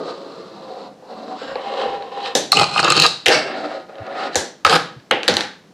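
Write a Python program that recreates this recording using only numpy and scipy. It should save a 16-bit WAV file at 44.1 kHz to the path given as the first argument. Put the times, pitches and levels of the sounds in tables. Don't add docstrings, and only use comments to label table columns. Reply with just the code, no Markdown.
import sys
import numpy as np
from scipy import signal
from scipy.fft import rfft, irfft, next_fast_len
from scipy.io import wavfile
from scipy.ndimage import map_coordinates

SR = 44100
rng = np.random.default_rng(int(sys.argv[2]) if len(sys.argv) > 2 else 0)


def nominal_scale(level):
    x = np.asarray(level, float) / 20
    return 10 ** x


def wrap_up_sound(samples):
    columns = np.atleast_2d(samples).T
    tamed = np.clip(columns, -1, 1)
    steps = np.round(tamed * 32767).astype(np.int16)
    wavfile.write(sys.argv[1], SR, steps)


N = 252693

# pitch_hz, width_hz, level_db
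TABLE = [(160, 45, -6.5), (225, 114, -12.5), (330, 20, -4.5), (423, 31, -7), (506.4, 13.3, 2.5),
         (603, 8.6, -3.5), (730, 91, -8.5), (808, 17, 4)]
# pitch_hz, width_hz, level_db
BEARINGS = [(2680, 300, -5), (3945, 467, 6), (4750, 1120, -1), (5490, 560, -4), (6820, 990, -17.5),
            (7830, 720, -15)]
# pitch_hz, width_hz, level_db
BOX = [(1039, 295, -5), (1239, 44, 11.5), (1384, 230, -0.5)]
# pitch_hz, width_hz, level_db
DECK = [(1660, 55, 8), (1838, 22, 2), (2057, 36, 0), (2685, 165, 3), (3155, 66, 3.5)]
# pitch_hz, width_hz, level_db
STEEL = [(3813, 225, 1), (4100, 149, 1), (4545, 170, -2), (5290, 190, -10), (6610, 100, -13),
         (7800, 1030, -20), (8300, 5900, -37.5), (11500, 2100, -47.5)]
# pitch_hz, width_hz, level_db
SNAP = [(5760, 460, -0.5), (6930, 230, -11.5), (6750, 1400, -11), (9200, 1400, -37.5), (12860, 3100, -19.5)]


def unit(x):
    return x / np.sqrt(np.mean(x ** 2) + 1e-20)


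def along(points, hz):
    f, v = np.transpose(points)
    return np.interp(np.log(hz + 1), np.log(f + 1), v)


def filtered(x, response):
    m = next_fast_len(x.shape[-1] + 8192)
    spectrum = rfft(x, m) * response(np.fft.rfftfreq(m, 1 / SR))
    return irfft(spectrum, m)[..., :x.shape[-1]]


def body(modes):
    def response(f):
        total = 0
        for k, (hz, width_hz, db) in enumerate(modes):
            damped = 1j * f * width_hz
            total = total + (-1) ** k * nominal_scale(db) * damped / (hz * hz - f * f + damped)
        return total
    return response


def causal(gain):
    cepstrum = irfft(np.log(gain + 1e-6))
    half = len(cepstrum) // 2
    return np.exp(rfft(np.r_[cepstrum[0], 2 * cepstrum[1:half], np.zeros(half)]))


def gains(spans, fade_s):
    t, out = np.arange(N) / SR, 0
    for rows in spans:
        s, *columns = np.transpose(rows)
        edge = np.clip(np.minimum(t - s[0], s[-1] - t) / fade_s + 1, 0, 1)
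        out = out + edge * nominal_scale(np.array([np.interp(t, s, db) for db in columns]))
    return out


def wobble(rate_hz):
    knots = rng.standard_normal(int(N * rate_hz / SR) + 4)
    return map_coordinates(knots, [np.arange(N) * rate_hz / SR])


def grit(per_s, spread_db, smooth):
    chance, sign, size = rng.random((3, N))
    knocks = (chance < per_s / SR) * np.sign(sign - 0.5) * nominal_scale(-spread_db * np.log(size + 1e-3))
    return unit(knocks) + smooth * rng.standard_normal(N)


def rubbed(force, places, layer, colour, lo_hz, hi_hz, broad_db):
    out, fade = np.zeros(N), 2000

    def band(f, steep):
        return 1 / np.sqrt((1 + (lo_hz / (f + 1)) ** steep) * (1 + (f / hi_hz) ** steep))

    for (start_s, end_s), *modes in places:
        def response(f):
            ringing = body(modes[layer])(f) * band(1.64 * f, 3.3)
            return ringing + nominal_scale(along(colour, f) + broad_db) * band(f, 9)

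        a, b = max(round(start_s * SR) - fade, 0), round(end_s * SR) + fade
        n = np.arange(a, b)
        to_edge = np.minimum(n - a + (a == 0) * N, b - n)
        out[a:b] += unit(filtered(force[a:b], response)) * np.sqrt(np.clip(to_edge / (2 * fade), 0, 1))
    return out


def roll():
    # start_s, wheel_load_db, speed_db (extra brightness)
    pushes = [
        [(0.0, -25.5, -5.5), (0.04, -32, -0.5), (0.086, -25, 1.5), (0.142, -36, 5), (0.2, -34.5, 1.5),
         (0.36, -37.5, 3), (0.752, -35.5, 0), (0.875, -35, 1), (0.935, -50, -21)],
        [(0.95, -57, -21), (1.01, -45, -14), (1.05, -42.5, -2), (1.108, -35.5, -1.5), (1.37, -31.5, 0),
         (1.395, -31.5, 7), (1.53, -33.5, 5), (1.62, -29.5, 3)],
        [(1.636, -27, 2), (1.7, -25, 1), (1.76, -23.5, 2), (1.815, -19, 2.5), (1.88, -24.5, 0),
         (1.955, -25.5, -1), (1.99, -33.5, -2), (2.05, -31, -2), (2.1, -35.5, 1.5)],
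        [(2.12, -30.5, 2.6), (2.184, -27, 1.8), (2.22, -30.5, 6.6), (2.27, -31.5, 18), (2.335, -32.5, 0.3)],
        [(3.3, -10.5, -8), (3.325, -11.5, 15), (3.36, -17.5, 16), (3.41, -24.5, 8), (3.464, -27, 3),
         (3.732, -28.5, 0), (3.814, -37.5, 1), (3.876, -63, 5)],
        [(3.896, -34, -9), (3.918, -45, -4), (3.95, -36.5, -9), (4.116, -31, -6.5), (4.21, -25, 4),
         (4.276, -25.5, 2.5), (4.308, -33, -16), (4.335, -43, 23)],
    ]
    deck_buzz_db = [-10.5, -7.5, -11.5, -12, -7.5, -3.5]
    # pitch_hz, width_hz, level_db
    roll_places = [
        ((0, 0.54), [(188, 41, -9.5), (317, 114, -3), (437, 290, -5), (563, 20, 2), (723, 37, -19), (962, 13, -1.5)], [(1173, 130, 6), (1412, 16, 3), (2150, 77, -20)], BEARINGS),
        ((0.583, 1.365), [(189.6, 15, -3.5), (269, 104, -4), (440, 82, -5), (522, 29, 4.5), (749, 38, 7)], [(1000, 260, 6), (1420, 300, -14)], BEARINGS),
        ((1.4, 1.564), [(273, 40, -7.5), (443, 41, -13), (515, 24, 3.5), (756, 36, 1)], [(1080, 190, 0), (1520, 230, 6), (1900, 400, -3)], [(2780, 570, 1.5)] + BEARINGS[1:]),
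        ((1.58, 2.4), [(198.5, 35, -23), (426, 55, -7), (522.7, 20.7, -1.5), (718, 43, -4), (798.5, 6, 8.5)], [(1010, 160, -5.5), (1820, 44, 1), (2160, 22, -2)], [(2710, 260, 7.0), (3170, 250, 9.0)] + BEARINGS[1:]),
        ((3.2, 3.52), [(327, 144, -11.5), (522, 103, 1), (630, 110, -1.5), (809, 47, 3)], [(1216, 24, -16), (1630, 98, -0.5), (1816, 54, -5.5), (2205, 74, 2)], [(2710, 160, 1), (3830, 300, 0), (4070, 400, -3.5), (4600, 270, 2)] + BEARINGS[3:]),
        ((3.52, 4.4), [(325, 110, -2), (401, 21, 0.5), (537, 46, 7), (660, 40, 8), (759, 46, 10.5)], [(1246, 11.6, -0.5), (1440, 33, -1), (1795, 110, -14.5)], BEARINGS),
    ]
    # pitch_hz, level_db
    wheel_colour = [(35, -52), (124, -38), (469, -3), (1470, -12.5), (2350, -16.5), (4120, -6), (5860, -47),
                    (16000, -80.5)]
    buzz_per_speed, hiss_db = 0.54, -10
    layers = [[(s, load, load + buzz + buzz_per_speed * speed, load + hiss_db + speed)
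               for s, load, speed in push] for push, buzz in zip(pushes, deck_buzz_db)]
    hum, buzz, hiss = gains(layers, 0.014)
    lumps_db = 1.5 * wobble(60) + 0.28 * wobble(26.74)
    hiss_lumps_db = 0.69 * lumps_db + 0.16 * wobble(64)
    coarse = grit(1000, 2.7, 1.0)
    fine = grit(3000, 2.5, 1.2)
    table = rubbed(coarse, roll_places, 0, wheel_colour, 220, 1000, -13)
    deck = rubbed(coarse, roll_places, 1, wheel_colour, 1160, 2360, -3)
    bearings = rubbed(fine, roll_places, 2, wheel_colour, 2300, 20000, -1.8)
    out = hum * nominal_scale(lumps_db - 0.6) * table
    out = out + buzz * nominal_scale(0.9 * lumps_db - 1.5) * deck
    return out + hiss * nominal_scale(hiss_lumps_db - 5.5) * bearings


def grind():
    # start_s, axle_pressure_db, shell_grip_db
    slides = [
        [(2.54, -35, -28), (2.546, -20.5, -26), (2.575, -13.5, -6.5), (2.635, -14, -10), (2.652, -28, -6.5),
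         (2.74, -26, -4.5), (2.775, -19.5, -5), (2.8, -11.5, -8.5), (2.814, -25, -9.5)],
        [(2.825, -23.5, -5), (2.846, -14, -2.5), (2.91, -14, -4), (2.935, -20, -0.5), (2.96, -12, -7.5),
         (3.024, -9.5, -12), (3.054, -8, 0.5), (3.08, -23.5, -23)],
        [(4.675, -49.5, 31), (4.705, -15, -7), (4.765, -11, 2), (4.775, -20, -21)],
    ]
    # start_db, slope_db_per_s
    booms = [(1, -35.5), (-2.5, -29), (3, -30)]
    # pitch_hz, width_hz, level_db
    grind_places = [
        ((2.45, 2.8), [(160, 39, -5), (430, 42, -1), (808, 26, 3.5)], BOX + [(1670, 120, -6), (1900, 180, -11), (2240, 80, -2)], [(2480, 110, 3), (2650, 130, -2), (2830, 90, -6.5), (3450, 460, -5), (4160, 120, 3), (4380, 79, -1), (5140, 130, -7.5)] + STEEL[4:]),
        ((2.8, 3.15), [(160, 19, -2), (344, 50, -1.5), (484, 92, -3), (830, 76, -8)], BOX + DECK[:3], DECK[3:] + STEEL),
        ((4.6, 4.85), TABLE, BOX + DECK[:3], [(2210, 110, 2), (2780, 220, 3), (3190, 180, 7), (4150, 1800, 2.5), (5140, 1200, -2.5), (6930, 870, -39)]),
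    ]
    # pitch_hz, level_db
    axle_colour = [(60, -23), (458, -8), (1280, -6.5), (2090, -27.5), (2520, -0.5), (4750, -5.5),
                   (8510, -16.5), (16000, -46)]
    layers = [[(s, press + start + slope * (s - slide[0][0]), press + grip, press)
               for s, press, grip in slide] for slide, (start, slope) in zip(slides, booms)]
    boom, ring, rasp = gains(layers, 0.003)
    force = grit(1300, 3, 0.55) * nominal_scale(2.5 * wobble(150) + 1.0 * wobble(40))
    out = boom * nominal_scale(-4.5) * rubbed(force, grind_places, 0, axle_colour, 110, 1200, -15.5)
    out = out + ring * nominal_scale(-4.5) * rubbed(force, grind_places, 1, axle_colour, 1100, 2200, -14.5)
    return out + rasp * nominal_scale(-6.0) * rubbed(force, grind_places, 2, axle_colour, 1500, 20000, -11)


def box_knocks():
    # start_s, steel_click_db, table_thud_db, box_shell_db, deck_db (peaks)
    knocks = [(2.5196, 5, -22, -8, -5), (2.528, -7, -10, -2.5, -11), (2.5706, -5, -14.5, -30, 0),
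              (2.5886, -11.5, -22, -15, -22), (2.596, -1.5, -15.5, -6, -5.5),
              (2.6105, -9.5, -4, -7.5, -15.5), (2.6224, -30, -22.5, -20, -29),
              (2.6306, -13, -24, -6.5, -12), (2.641, -8, -22.5, -9, -14.5), (2.6653, -26, -29, -29, -29),
              (2.7602, -26, -15, -7, -15), (2.7788, -19, -15, -18, -6), (2.7935, -16, -17, -3.5, -16),
              (2.8005, -7.5, -13, -16, -16), (2.829, -9, -11.5, -8.5, -25), (2.838, -18, -17.5, -10.5, -19),
              (2.8455, -9.5, -18, -13, -13), (2.8535, -16, -16, -6.5, -17), (2.878, -23, -28, -2.5, -21),
              (2.886, -21, -18, -10.5, -18), (2.902, -0.5, -26.5, -6, -7), (2.9215, -2.5, -16.5, -4, -6.5),
              (2.9454, -23, -23, -18.5, -15.5), (2.9658, -4.5, -19.5, -12, -15), (2.978, -5, -28, -17, -16),
              (2.992, -13, -18, -16.5, -4.5), (2.9993, 3, -27.5, -18, -23), (3.008, -20, -19.5, -27, -22),
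              (3.016, -11.5, -29, -22, -26.5), (3.0215, 6.5, -21, -19, -23), (3.037, -3, -24.5, -8.5, -6),
              (3.048, -10, -28.5, -3, -22), (3.055, -7, -13, -1.5, -22.5), (3.064, 4, -44, -31, -30)]
    knocks_back = [
        (4.6496, -1.5, -9.5, 4, 2.5),
        (4.6656, -5, -12, -3, -4.5),
        (4.6965, -5, -10.5, -18, -5),
        (4.7083, -28, -7.5, -29, -23),
        (4.727, -12, -18, -1, -5),
        (4.735, -15, -31, -16, -26),
        (4.7525, -6.5, -15.5, -19.5, -14),
        (4.7586, -7.5, -21, -17, -13),
        (4.7653, -16, -21.5, -12.5, -18),
    ]

    def against_click(rows, room_db):
        return [(s, click, *np.subtract(rest, click), room_db) for s, click, *rest in rows]

    out = strikes(against_click(knocks, -4.15),
                  [(STEEL[1:], 0.8, 0.1), (TABLE[5:], 3.5, -4), (BOX, 1.2, -12), (DECK[2:], 1.3, -2.5)], 0.0035)
    return out + strikes(against_click(knocks_back, -0.2),
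                         [(STEEL, 2.6, 0.1), (TABLE[3:], 3, -2), (BOX, 1.1, -9), (DECK, 3, -2.5)], 0.0015)


def tail_pops():
    # table_thud_db, deck_db, snap_db
    pops = [
        (2.3521, -1.5, -5.5, -13, 2),
        (4.356, -8, -1, -2.5, 5.5),
    ]
    parts = [(STEEL[:3], 2.4, -0.1), (TABLE[2:], 6, -1.5), (DECK[:3], 3.6, -1.5), (SNAP, 0.8, 0.1)]
    return strikes([(*pop, 2) for pop in pops], parts, 0.005)


def landings():
    # table_thud_db, deck_db
    hits = [
        (3.2598, -5.5, -6.5, 3.5),
        (3.264, -2, -7.5, 3.5),
        (3.2828, -1, -6.5, 0),
    ]
    parts = [(STEEL[:3], 2.4, -0.1), (TABLE[2:], 3.4, 0.1), (DECK[1:], 3, -0.1), (SNAP, 1.1, 0.1)]
    return strikes([(*hit, -2, -1) for hit in hits], parts, 0.002)


def drop():
    # table_thud_db, deck_db, tick_db, room_db
    hits = [
        (5.1112, -9, 3, 13, 1, -2),
    ]
    parts = [(STEEL[:3], 2.4, -16), (TABLE[2:], 3, 2.5), (BOX[2:] + DECK[1:], 4, -0.1), (SNAP, 3.4, -26)]
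    return strikes(hits, parts, 0.0037)


def tumbles():
    # table_thud_db, deck_db
    hits = [
        (5.232, -13, -11, 1),
        (5.2796, 1.5, -16.5, -3.5),
        (5.284, 1.5, -8, -4.5),
        (5.2966, -9.5, -6, -0.5),
        (5.340, -7, -24, -8),
        (5.3679, -1, -11, -6.5),
        (5.4075, -8.5, -17.5, 1.5),
    ]
    parts = [(STEEL[:3], 2.4, -0.1), (TABLE[2:], 2.4, 3), (BOX[2:] + DECK, 5, 2.5), (SNAP, 1.1, 0.1)]
    return strikes([(*hit, -4.5, -5) for hit in hits], parts, 0.0015)


def wheel_bumps():
    # start_s, steel_click_peak_db, table_thud_db (against the click)
    bumps = [(0.714, -51, 19), (0.776, -50.5, 23.5), (1.024, -55, 22), (1.110, -49, 19), (1.1345, -48, 19),
             (1.415, -39.5, 21.5), (1.5555, -24, 9.5), (1.797, -26, -1), (2.0233, -30.5, 9),
             (2.2596, -25, 5.5), (3.7209, -53, 10), (3.8903, -49, 18), (3.9544, -38.5, 2), (3.984, -37, -2),
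             (4.0662, -34, -4), (4.3459, -20, 0), (4.999, -43.5, -15)]
    parts = [(STEEL[:3], 1.8, -0.1), (TABLE[3:], 1.6, 0.1), (DECK, 2.6, -0.1)]
    return strikes([(*bump, 1, -7) for bump in bumps], parts, 0.005)


def strikes(events, parts, push_s):
    pitch_scatter, level_scatter_db = 0.025, 2.0
    room_blur = 1.7
    out, size, tails = np.zeros(N + SR), 2048, rooms(count=11)
    t, f = np.arange(size) / SR, np.fft.rfftfreq(2 * size, 1 / SR)
    for k, (s, db, *levels, room_db) in enumerate(events):
        rough = 2.84 * (t == 0) + rng.standard_normal(size)
        push = rfft(rough * nominal_scale(-60 * t / push_s), 2 * size)
        hit, power = 0, 0
        for (modes, damping, far_db), level_db in zip(parts, [0] + levels):
            struck = [(hz * (1 + pitch_scatter * rng.standard_normal()), width * damping,
                       g + level_scatter_db * rng.standard_normal()) for hz, width, g in modes]
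            soft = 1 / (1 + 1j * f / (0.98 * modes[-1][0])) ** 3
            low_hz = 0.65 * modes[0][0]
            soft = soft * (1j * f / (low_hz + 1j * f)) ** 2
            part = irfft(push * soft * body(struck)(f))[:size]
            part = nominal_scale(level_db) * part / np.abs(part).max()
            hit = hit + part
            even = sum(np.abs(soft * body([(hz, room_blur * width, g)])(f)) ** 2 for hz, width, g in struck)
            power = power + nominal_scale(far_db) ** 2 * even * np.sum(part ** 2) / np.mean(even)
        colour = irfft(causal(np.sqrt(power)))[:size]
        echo = signal.fftconvolve(colour, tails[k % len(tails)])
        at = round(s * SR)
        out[at:at + size] += nominal_scale(db) * hit
        out[at:at + len(echo)] += nominal_scale(db + room_db) * echo
    return out[:N]


def thumps():
    # start_s, level_db, pitch_hz, t60_s
    touches = [(2.579, -20, 109, 0.24), (2.902, -21.5, 153, 0.48), (3.266, -21, 92.3, 0.12),
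               (3.998, -15.5, 107, 0.074), (3.33, -28.5, 160, 0.41), (4.361, -19, 88, 0.09),
               (4.652, -16.5, 86, 0.082), (4.652, -30, 35, 0.08), (4.961, -20.5, 128, 0.074),
               (5.112, -24, 120, 0.13), (5.285, -20.5, 207, 0.41), (5.293, -31, 100, 0.38)]
    out, t = np.zeros(N + SR), np.arange(SR // 2) / SR
    for s, db, hz, t60_s in touches:
        mode = body([(hz, 0.45 * hz, 0)])
        shake = unit(filtered(rng.standard_normal(len(t)), lambda f: mode(f) ** 2))
        swell = 1 - np.exp(-t / 0.022)
        out[round(s * SR):][:len(t)] += nominal_scale(db - 60 * t / t60_s) * swell * shake
    return out[:N]


def rooms(count):
    # pitch_hz, level_db
    wall_colour = [(60, 3.5), (300, 1.5), (1500, 0), (5000, -4.5), (15000, -2.5)]
    # pitch_hz, t60_s
    decay = [(100, 0.55), (500, 0.35), (2000, 0.39), (5000, 0.36), (9000, 0.28), (14000, 0.23)]
    length = SR // 2
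    hz, t, z = signal.stft(rng.standard_normal((count, length)), SR, nperseg=256)
    fall_db = along(wall_colour, hz)[:, None] - 60 * t / along(decay, hz)[:, None]
    tails = signal.istft(z * nominal_scale(fall_db), SR, nperseg=256)[1][:, :length]
    tails = tails * (1 - np.exp(-np.arange(length) / (0.0013 * SR)))
    return tails / np.linalg.norm(tails, axis=1, keepdims=True)


def echoed(x):
    out, step, tails = np.zeros(N + SR), 16384, rooms(count=6)
    for k, at in enumerate(range(0, N, step)):
        piece = signal.fftconvolve(x[at:at + step], tails[k % len(tails)])
        out[at:at + len(piece)] += piece
    return out[:N]


def room_air():
    # pitch_hz, level_db
    air_colour = [(25, -18), (95, 0.5), (180, 14.5), (700, 2.5), (2500, -9), (5500, -10.5), (9000, -21.5),
                  (16500, -31.5)]
    return nominal_scale(-50) * unit(filtered(rng.standard_normal(N), lambda f: nominal_scale(along(air_colour, f))))


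def microphone(x):
    # pitch_hz, level_db
    mic_response = [(20, -8), (60, 0), (85, -2.5), (10000, 1), (13000, -7), (15000, -13), (16500, -36)]
    return filtered(x, lambda f: causal(nominal_scale(along(mic_response, f))))


def two_ports(mid):
    # pitch_hz, side_minus_mid_db
    port_difference = [(60, -12.5), (200, -20.5), (380, -23), (1290, -19), (2380, -18), (4400, -20),
                       (8120, -9), (15000, -14)]
    hz, _, z = signal.stft(mid, SR, nperseg=256)
    z = z * nominal_scale(along(port_difference, hz) + 3.0)[:, None] * np.exp(2j * np.pi * rng.random(z.shape))
    side = signal.istft(z, SR, nperseg=256)[1][:N]
    side = filtered(side, lambda f: f * f / (f * f + 130 ** 2))
    return np.array([mid + side, mid - side])


def scene():
    wheels = filtered(roll(), lambda f: (1j * f / (70 + 1j * f)) ** 3)
    slide = grind()
    board = wheels + nominal_scale(2.0) * slide + echoed(nominal_scale(-7.0) * wheels + nominal_scale(-10.0) * slide)
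    contacts = box_knocks() + tail_pops() + landings() + drop() + tumbles() + wheel_bumps()
    return two_ports(microphone(board + contacts) + thumps() + room_air())


def top_cut(x):
    return signal.sosfilt(signal.butter(12, 16720, fs=SR, output="sos"), x)


def record(dry):
    keep = np.exp(-1 / (0.052 * SR))
    loudness = signal.lfilter([1 - keep], [1, -keep], np.mean(dry ** 2, axis=0))
    ducked = dry / (1 + loudness / 0.29 ** 2) ** 0.37
    clipped = ducked / (1 + np.abs(ducked / 0.95) ** 8) ** (1 / 8)
    smooth = filtered(clipped, lambda f: (f < 16570) / (1 + (f / 15500) ** 16))
    return top_cut(smooth)


dry = scene()
out = record(dry)
wrap_up_sound(out)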